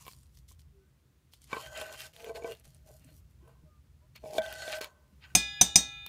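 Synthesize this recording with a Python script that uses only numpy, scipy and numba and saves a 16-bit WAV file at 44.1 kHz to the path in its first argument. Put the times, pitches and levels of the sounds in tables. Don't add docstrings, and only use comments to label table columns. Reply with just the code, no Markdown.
import sys
import numpy as np
from scipy import signal
from scipy.fft import rfft, irfft
from scipy.io import wavfile
from scipy.ndimage import uniform_filter1d
from numba import njit

SR = 44100
rng = np.random.default_rng(int(sys.argv[2]) if len(sys.argv) > 2 else 0)


def persist_wave(psi):
    counts = np.round(np.clip(psi, -1, 1) * 32767).astype(np.int16)
    wavfile.write(sys.argv[1], SR, np.atleast_2d(counts).T)


N = 268128


def undb(db):
    return 10 ** (np.asarray(db, float) / 20)


def unit(x):
    return x / np.sqrt(np.mean(x ** 2))


def ring(x, hz, t60):
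    pole = np.exp(2j * np.pi * hz / SR - np.log(1000) / (t60 * SR))
    return signal.lfilter([1], [1, -pole], x).imag


@njit
def bend(x, hz, t60):
    y, state = np.empty(len(x)), 0j
    for i in range(len(x)):
        pole = np.exp(2j * np.pi * hz[i] / SR - np.log(1000.) / (t60 * SR))
        state = state * pole + x[i] + 1e-18
        y[i] = state.imag
    return y


def shape(x, points):
    hz, db = np.transpose(points)
    log_hz = np.log(np.arange(len(x) // 2 + 1) * SR / len(x) + 1)
    return irfft(rfft(x) * undb(np.interp(log_hz, np.log(hz), db)), len(x))


def band_pass(x, low_hz, high_hz):
    return signal.sosfilt(signal.butter(2, [low_hz, high_hz], "band", fs=SR, output="sos"), x)


def high_pass(x, hz):
    return signal.sosfilt(signal.butter(2, hz, "high", fs=SR, output="sos"), x)


def gain(table, column):
    rows = np.array(table)
    return undb(np.interp(np.arange(N) / SR, rows[:, 0], rows[:, column], left=-150, right=-150))


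def walk(rate):
    k = int(SR / rate)
    steps = np.repeat(rng.standard_normal(N // k + 1), k)
    return 0.8 * uniform_filter1d(uniform_filter1d(steps, k), k)[:N]


def grains(rate, scatter_db, bed):
    happens = rng.random(N) < rate / SR
    size = undb(scatter_db * rng.exponential(size=N).clip(0, 4))
    clicks = happens * size * rng.standard_normal(N)
    return unit(unit(clicks) + bed * rng.standard_normal(N))


def grip():
    # start_s, second_mode_hz, wet_crackle_db (against the rasp),
    # then mode_1_db to mode_6_db
    grips = [(0, 594, 1, -24, -38, 0.5, -20.5, -15.5, -24), (1.46, 624, -3.5, -8.5, -11, 1, -7.5, -10, -22),
             (1.62, 627, -2, -14.5, 0, -12, -3.5, -26, -14),
             (2.13, 662.7, -3, 1, -3, -16, -15.5, -10.5, -30),
             (2.63, 620, 5, -12, -1.5, -22, -15.5, -36, -39), (3.3, 660, -7, -4.5, -7, -4, -10.5, -20, -22),
             (4.1, 620, 1.5, -10.5, 0, -31.5, -29, -19.5, -19.5),
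             (4.378, 632, -1, -34, 0.5, -21, -4, -19, -7), (4.8, 612, -6.5, -15, -5.5, -4, -5.5, -0.5, -12),
             (5.16, 615, -8, -23.5, -18, -10, -1, -8, -18)]
    rows = np.array(grips)
    now = np.searchsorted(rows[:, 0], np.arange(N) / SR, side="right").clip(1) - 1
    return uniform_filter1d(rows[now, 1:].T, size=800)


def contact():
    # time_s, ringing_db, rasp_db
    scrapes = [
        [(1.47, -89, -69.5), (1.52, -52.5, -53), (1.534, -36.5, -51), (1.56, -43, -55), (1.568, -41.5, -51),
         (1.606, -50.5, -47.5), (1.698, -53, -61), (1.816, -42, -46), (1.874, -52, -55.5), (1.946, -45, -52.5),
         (1.962, -62, -56), (2.018, -60.5, -47), (2.062, -57, -50), (2.125, -80, -73)],
        [(2.13, -77, -66), (2.144, -68, -62.5), (2.298, -41.5, -53), (2.31, -43, -64), (2.324, -52, -71),
         (2.34, -58, -69), (2.358, -44, -48), (2.384, -44, -56), (2.406, -54, -67), (2.442, -51, -57.5),
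         (2.458, -37.5, -54), (2.53, -49, -54), (2.546, -63.5, -68), (2.62, -83, -74)],
        [(4.2, -98, -82), (4.244, -43, -67), (4.32, -48, -61), (4.34, -37, -57.5), (4.378, -38, -50),
         (4.384, -28, -43.5), (4.404, -40.5, -69.5), (4.432, -42.5, -54), (4.594, -47, -49.5),
         (4.764, -40.5, -45.5), (4.806, -53, -66.5), (4.81, -43, -39), (4.954, -69.5, -86), (5.14, -82, -86)],
    ]
    # peak_s, rise_s, fall_t60_s, ringing_db, rasp_db, wet_crackle_db
    touches = [(0.02, 0.06, 0.29, -66, -64.5, -60.5), (0.085, 0.079, 0.64, -76, -76, -61),
               (0.38, 0.083, 0.22, -95, -92, -71.5), (0.486, 0.013, 0.18, -90, -85, -56),
               (0.594, 0.011, .15, -101, -86, -69), (1.342, 0.044, 0.18, -100, -87, -60),
               (1.43, .03, .3, -95, -89, -63), (2.652, 0.029, 0.42, -69, -69.5, -64),
               (2.75, 0.028, 0.28, -76, -75.5, -81), (2.882, 0.058, 0.49, -59, -76, -64.5),
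               (2.97, 0.09, 0.1, -83, -85, -69.5), (3.1, 0.17, 0.21, -74.5, -67, -75),
               (3.18, 0.15, 0.17, -96, -99, -70), (3.31, 0.023, 0.061, -92, -94, -70),
               (3.487, 0.13, 0.47, -63.5, -74.5, -81.5), (4.156, 0.012, 0.12, -87, -57, -61.5),
               (5.25, 0.053, 0.38, -59.5, -59.5, -96)]
    t = np.arange(N) / SR
    ringing = sum(gain(scrape, 1) for scrape in scrapes)
    rasp = sum(gain(scrape, 2) for scrape in scrapes)
    out = np.array([ringing, rasp, rasp * undb(grip()[1])])
    for s, rise, t60, *db in touches:
        rising = np.clip(1 + (t - s) / rise, 0, 1) ** 2
        falling = 1000 ** (-np.abs(t - s) / t60)
        out += undb(db)[:, None] * np.where(t < s, rising, falling)
    return out


def room():
    # time_s, rms_db
    rumble_level = [(0.0, -60.5), (0.66, -61), (1.01, -68.5), (1.35, -67.5), (1.69, -59), (1.88, -65.5),
                    (2.5, -60), (2.64, -62.5), (3.1, -58), (3.61, -59.5), (3.73, -62), (4.37, -58),
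                    (4.74, -61.5), (4.89, -69), (5.15, -62.5), (5.28, -61), (5.76, -58.5), (6.08, -60.5)]
    # frequency_hz, density_db (per Hz)
    hiss_colour = [(120, -36), (200, -2.5), (777, -21), (1230, -19.5), (2020, -22), (12800, -30),
                   (16000, -28.5)]
    # time_s, level_db (against its base level)
    hiss_level = [(0, 4.5), (1.1, 5), (3.3, 6.5), (3.9, 5.5), (5.1, 6.5), (5.4, 14), (6.09, 8.5)]
    low = shape(rng.standard_normal(N), [(12, -60), (30, -53.0), (48, 29), (62, 39.0), (88, 35.5),
                                         (110, -34), (400, -70), (2000, -120)])
    high = shape(rng.standard_normal(N), [(30, -71.5), (80, -15.0), (128, 7.5), (190, -8.5), (300, -24.5),
                                          (500, -41.0), (1000, -34.5), (3000, -90.5), (8000, -130)])
    low_hump = unit(low * undb(1.5 * walk(3.9)))
    high_hump = undb(-3.5) * unit(high * undb(1.0 * walk(5.3)))
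    rumble = gain(rumble_level, 1) * (low_hump + high_hump)
    hiss = high_pass(shape(rng.standard_normal(N), hiss_colour), 200)
    return rumble + undb(-79.5) * gain(hiss_level, 1) * unit(hiss)


def food(patchy_db=1.4):
    # frequency_hz, density_db (per Hz)
    wet_colour = [(1470, -18.5), (2500, -16), (3110, -5), (3860, -7), (4550, -4.5), (10400, -8.5),
                  (14500, -14), (15400, -27), (16000, -31)]
    # (per octave, about 6 kHz)
    wet_tilt = [(0, 2.5), (1.4, -1), (2.1, 0.5), (2.6, 0), (2.95, 5.5), (3.5, 6.5), (4.2, 1.5), (4.6, -3.5),
                (5, 0.5)]
    # start_s, peak_db, centre_hz
    smacks = [(0.0104, -45, 8920), (0.051, -48, 5170), (0.0656, -35.5, 3130), (0.08, -34.5, 2700),
              (0.104, -48, 4300), (0.113, -43, 4520), (0.1334, -42.5, 4480), (0.165, -51, 9900),
              (0.187, -52, 9350), (0.2326, -50, 9200), (0.2587, -61, 4150), (0.295, -62, 5430),
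              (0.3725, -47.5, 5930), (0.489, -58, 5900), (0.493, -52, 9000), (0.52, -49, 9200),
              (0.5946, -49, 5240), (0.617, -54, 5300), (1.3357, -40, 3640), (1.4178, -47, 9400),
              (1.4424, -44, 11400), (1.775, -30.5, 8100), (1.938, -39, 3200), (2.0053, -29.5, 3100),
              (2.1355, -48, 3270), (2.1643, -38, 3300), (2.2043, -39, 2780), (2.2447, -32.5, 3060),
              (2.5206, -36.5, 2970), (2.55, -43, 3900), (2.598, -48, 12100), (2.6528, -45, 9000),
              (2.678, -49.5, 12200), (2.747, -45, 10900), (2.863, -52, 11100), (2.8894, -51, 6500),
              (2.9306, -59, 6350), (3.046, -48, 9500), (3.099, -58, 2960), (3.31, -66, 2930),
              (3.4794, -57, 11400), (4.161, -37, 5060), (4.309, -42, 5040), (4.526, -30, 3500),
              (4.785, -33, 2920), (4.8132, -24, 4700), (4.8443, -25.5, 3640), (6.0636, -30.5, 3500)]
    pops = grains(rate=900., scatter_db=4.0, bed=1.0) * undb(3.0 * walk(50.))
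    crackle = shape(pops, wet_colour)
    tilt_db = np.interp(np.arange(N) / SR, *np.transpose(wet_tilt))
    bands = np.zeros(N)
    for hz in 2000 * 2 ** np.arange(0, 3, .25):
        band_db = patchy_db * walk(35.) + tilt_db * np.log2(hz / 6000)
        bands += undb(band_db) * band_pass(crackle, hz, hz * 2 ** 0.23)
    out = contact()[2] * unit(bands)

    t = np.arange(900) / SR
    decay = np.exp(-t / 0.00093) + 0.16 * np.exp(-t / 0.0085)
    for s, db, hz in smacks:
        noise = rng.standard_normal(len(t))
        resonance = unit(ring(noise, hz, 10. / hz))
        smack = (resonance + .5 * np.diff(noise, prepend=0)) * decay
        i = int(s * SR)
        out[i:i + len(t)] += (undb(db) * smack / np.abs(smack).max())[:N - i]
    return out


def can(crack_db=-13.0, wander=0.0094, patchy_db=9.5, skid=0.071):
    # frequency_hz, t60_s
    can_modes = [(452, 0.036), (628, 0.052), (1045, 0.011), (1535, 0.04), (2300, 0.053), (3450, 0.016)]
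    # (hardness: slope per octave, about 1 kHz)
    knocks = [(0.054, -55, 8), (0.067, -40, -8), (0.08, -35.5, 0.5), (0.514, -53, -4), (1.5, -53, 1),
              (1.53, -24.5, 2), (1.568, -34, -6), (1.798, -42.5, -4.5), (1.814, -40.5, 9.5),
              (2.272, -45.5, -4.5), (2.294, -37, -2), (2.423, -40, 0), (2.445, -32, -1), (2.671, -55.5, 0),
              (2.908, -54, -7.5), (3.089, -52, 5.5), (4.157, -52.5, 8), (4.239, -41.5, -4.5),
              (4.258, -37.5, -1), (4.332, -36.5, -2), (4.352, -33.5, -2), (4.367, -38.5, -10),
              (4.383, -19.5, 2), (4.42, -45, 8), (4.462, -50.5, 11.5), (4.679, -32, 1.5), (4.811, -34, -8),
              (4.842, -41, -3)]
    # frequency_hz, width_hz, level_db (before weighting by the root of the width)
    wall = [(960, 18, -19), (1370, 44, -9), (1980, 14.5, -13), (2615, 15, -1), (2855, 160, 3),
            (3157, 28, 8), (4370, 95, 1.5), (4600, 88, -23), (6060, 190, -7.5), (6740, 190, -3.5),
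            (7100, 84, -21.5), (7360, 600, -21)]
    s, strike_db, tilt_db = np.transpose(knocks)
    at = (s * SR).astype(int)
    slips = grains(rate=700., scatter_db=4.5, bed=1.26)
    grip_hz, _, *mode_db = grip()
    ringing, rasping, _ = contact()
    pitches = [hz * (1 + wander * walk(6.9)) for hz, _ in can_modes]
    pitches[1] *= grip_hz / can_modes[1][0]
    chatter = rng.standard_normal(900) * np.exp(-np.arange(900) / (0.0054 * SR))
    out = np.zeros(N)
    for k, (hz, (rest_hz, t60)) in enumerate(zip(pitches, can_modes)):
        blows = np.zeros(N)
        blows[at] = undb(strike_db + mode_db[k][at] + tilt_db * np.log2(rest_hz / 1000))
        push = skid * signal.oaconvolve(blows, chatter)[:N]
        out += bend(blows + push, hz, t60)
        if k < 4:
            rub = slips * undb(2.5 * walk(45.))
            main = unit(bend(bend(rub, hz, 1.74 * t60), hz, 0.69 * t60))
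            partner = 0.26 * unit(bend(rub, 1.3 * hz, t60))
            out += ringing * undb(mode_db[k]) * unit(main + partner)

    rasp = np.zeros(N)
    for hz, width, db in wall:
        swell = undb(db + patchy_db * walk(16.))
        t60 = np.log(1000) / np.pi / max(width, 60)
        moving_hz = hz * (1 + wander * walk(7.))
        rasp += swell * unit(bend(slips, moving_hz, t60)) * width ** .5
    broad = shape(slips * undb(9.1 * walk(45.)),
                  [(250, -88.5), (800, 14.5), (2500, 26.5), (5000, 17.5), (8000, -43)])
    out += rasping * unit(unit(rasp) + 1.33 * unit(broad))

    cracks = np.zeros(N)
    cracks[at] = blows[at] * undb(crack_db)
    burst = rng.standard_normal(400) * np.exp(-np.arange(400) / (0.0024 * SR))
    out += signal.oaconvolve(cracks, burst)[:N]
    return high_pass(out, 330)


def tones():
    # start_s, length_s, start_hz, end_hz, rms_db
    glides = [(0.715, 0.15, 402, 377, -70), (.78, .12, 1480, 1540, -87), (3.642, 0.066, 633, 593, -71.5),
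              (3.66, 0.15, 1256, 1176, -76.5), (4.009, 0.055, 950, 1020, -79),
              (4.014, .06, 585, 640, -76.5)]
    out = np.zeros(N)
    for s, length, from_hz, to_hz, db in glides:
        n, i = int(length * SR), int(s * SR)
        phase = 2 * np.pi * np.cumsum(np.linspace(from_hz, to_hz, n)) / SR
        out[i:i + n] += 2 * undb(db) * np.hanning(n) ** .5 * np.sin(phase)
    return out


def plops():
    # start_s, peak_db, pitch_hz
    thumps = [(1.525, -41, 240), (4.229, -47.5, 203), (4.376, -43, 215), (2.665, -54, 149),
              (2.709, -60.5, 168), (3.044, -55, 260), (3.075, -58, 141), (3.108, -61, 293),
              (3.419, -57.5, 347), (3.629, -51.5, 160), (5.12, -55.5, 199)]
    t60_s = .12
    out = np.zeros(N)
    push = np.hanning(700)
    for s, db, hz in thumps:
        rough_push = np.pad(push * rng.standard_normal(len(push)), (0, 9000))
        note = ring(rough_push, hz, t60_s)
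        i = int(s * SR)
        out[i:i + len(note)] += undb(db) * note / np.abs(note).max()
    return out


def taps(rise=0.00084, hold=0.0049, crack_t60=0.03, tail_db=-3.5, carry=0.23, waver_db=3.5):
    # start_s, clatter_db, thud_db
    strikes = [(5.3505, -13, -20), (5.6118, -12.5, -21), (5.757, -12.5, -21)]
    bowl_hz = [806, 1334, 1683, 2022, 2456.3, 2458.8, 2913, 3322, 3575, 3611, 3709, 3731, 3759, 4000, 4301,
               4635, 4958, 5062, 5647, 5722, 6013, 6352, 6406, 6680, 6812, 6907, 7174, 7500, 8231, 8581]
    # t60_s, tap_1_db, tap_2_db, tap_3_db (each tap lands on another spot)
    bowl_modes = [(1.15, -53.5, -51, -52.5), (0.8, -50.5, -52, -47), (1.56, -40.5, -51, -50.5),
                  (0.91, -43.5, -64.5, -51.5), (2.2, -36.5, -52, -63), (6.2, -37.5, -52, -45.5),
                  (3.7, -51, -52, -65.5), (1.1, -44.5, -60.5, -53), (0.58, -32.5, -36, -42.5),
                  (2.5, -40.5, -38, -41.5), (1, -40.5, -39.5, -41.5), (0.34, -36.5, -43, -31.5),
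                  (0.34, -34.5, -32.5, -31.5), (3.3, -55, -52.5, -61.5), (0.28, -36.5, -44, -34.5),
                  (2.4, -66, -66.5, -68.5), (0.69, -38.5, -64, -57), (0.21, -24.5, -37, -32.5),
                  (0.15, -54, -50, -42), (0.17, -46, -46, -24), (0.31, -35, -32, -30.5),
                  (0.2, -39, -45, -23), (0.48, -53, -57, -43), (0.2, -45, -46.5, -31),
                  (0.74, -49.5, -43.5, -59), (0.24, -44, -43, -48), (0.23, -45, -48, -52),
                  (0.17, -48, -46.5, -35), (0.12, -22, -20.5, -18), (0.27, -37.5, -39, -37.5)]
    # frequency_hz, t60_s, tap_1_db, tap_2_db, tap_3_db
    fork_modes = [(2417, 0.02, -10.5, -14, -11.5), (3742, 0.033, -16, -12, -15),
                  (5065, 0.038, -11.5, -42, -6.5), (6010, 0.054, -16, -8, -5.5),
                  (6900, 0.064, -34.5, -37, -38), (7140, 0.071, -40, -32, -17),
                  (9020, 0.044, -11.5, -15.5, -12.5), (10800, .06, -32, -47, -37.5)]
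    # frequency_hz, t60_s, level_db (added to the tap's thud_db)
    thud_modes = [(61, 0.41, -18.5), (123, 0.062, -4), (182.4, 0.14, -5), (224, 0.13, -9.5),
                  (736, 0.038, 3)]
    # frequency_hz, density_db (per Hz)
    clatter_colour = [(150, -30), (250, -14), (452, -21), (788, -14), (1260, -23), (3770, -15.5),
                      (4260, -19), (5730, -12), (6140, -2), (7440, -14.5), (9170, -14), (14700, -26),
                      (16000, -39)]
    # frequency_hz, t60_s
    clatter_tail = [(250, 0.3), (1000, 0.24), (4000, 0.23), (7000, 0.16), (10000, 0.13), (16000, 0.2)]
    tail_hz, tail_t60 = np.transpose(clatter_tail)
    out = np.zeros(N)
    for k, (s, clatter_db, thud_db) in enumerate(strikes):
        i = int(s * SR)
        t = np.arange(N - i) / SR
        out[i:] *= carry + (1 - carry) * np.exp(-t / .003)
        onset = 1 - np.exp(-t / rise)
        tap = np.zeros(len(t))
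        for hz, (t60, *db) in zip(bowl_hz, bowl_modes):
            level = undb(db[k] + waver_db * walk(13.0)[i:])
            tap += level * np.sin(2 * np.pi * hz * t) * 1000 ** (-t / t60)
        for hz, t60, *db in fork_modes:
            tap += undb(db[k]) * np.sin(2 * np.pi * (hz * t + rng.random())) * 1000 ** (-t / t60)
        for hz, t60, db in thud_modes:
            tap += undb(db + thud_db) * np.sin(2 * np.pi * hz * t) * 1000 ** (-t / t60)
        clatter = unit(shape(rng.standard_normal(len(t)), clatter_colour))
        after = np.maximum(t - hold, 0)
        tap += undb(clatter_db) * clatter * 1000 ** (-after / crack_t60)
        for hz in 250 * 2 ** np.arange(0, 6, .5):
            t60 = np.interp(np.log(hz), np.log(tail_hz), tail_t60)
            band = band_pass(clatter[::-1], hz, hz * 2 ** .5)
            tap += undb(clatter_db + tail_db) * band * 1000 ** (-t / t60)
        out[i:] += onset * tap
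    return out


def scene():
    return (taps() + can() + food() + plops() + tones() + room())[None]


def record(dry):
    top_hz = 15500
    rounded = .7 * np.tanh(dry / .7)
    return signal.sosfilt(signal.ellip(8, .2, 70, top_hz, fs=SR, output="sos"), rounded)


dry = scene()
out = record(dry)
persist_wave(out)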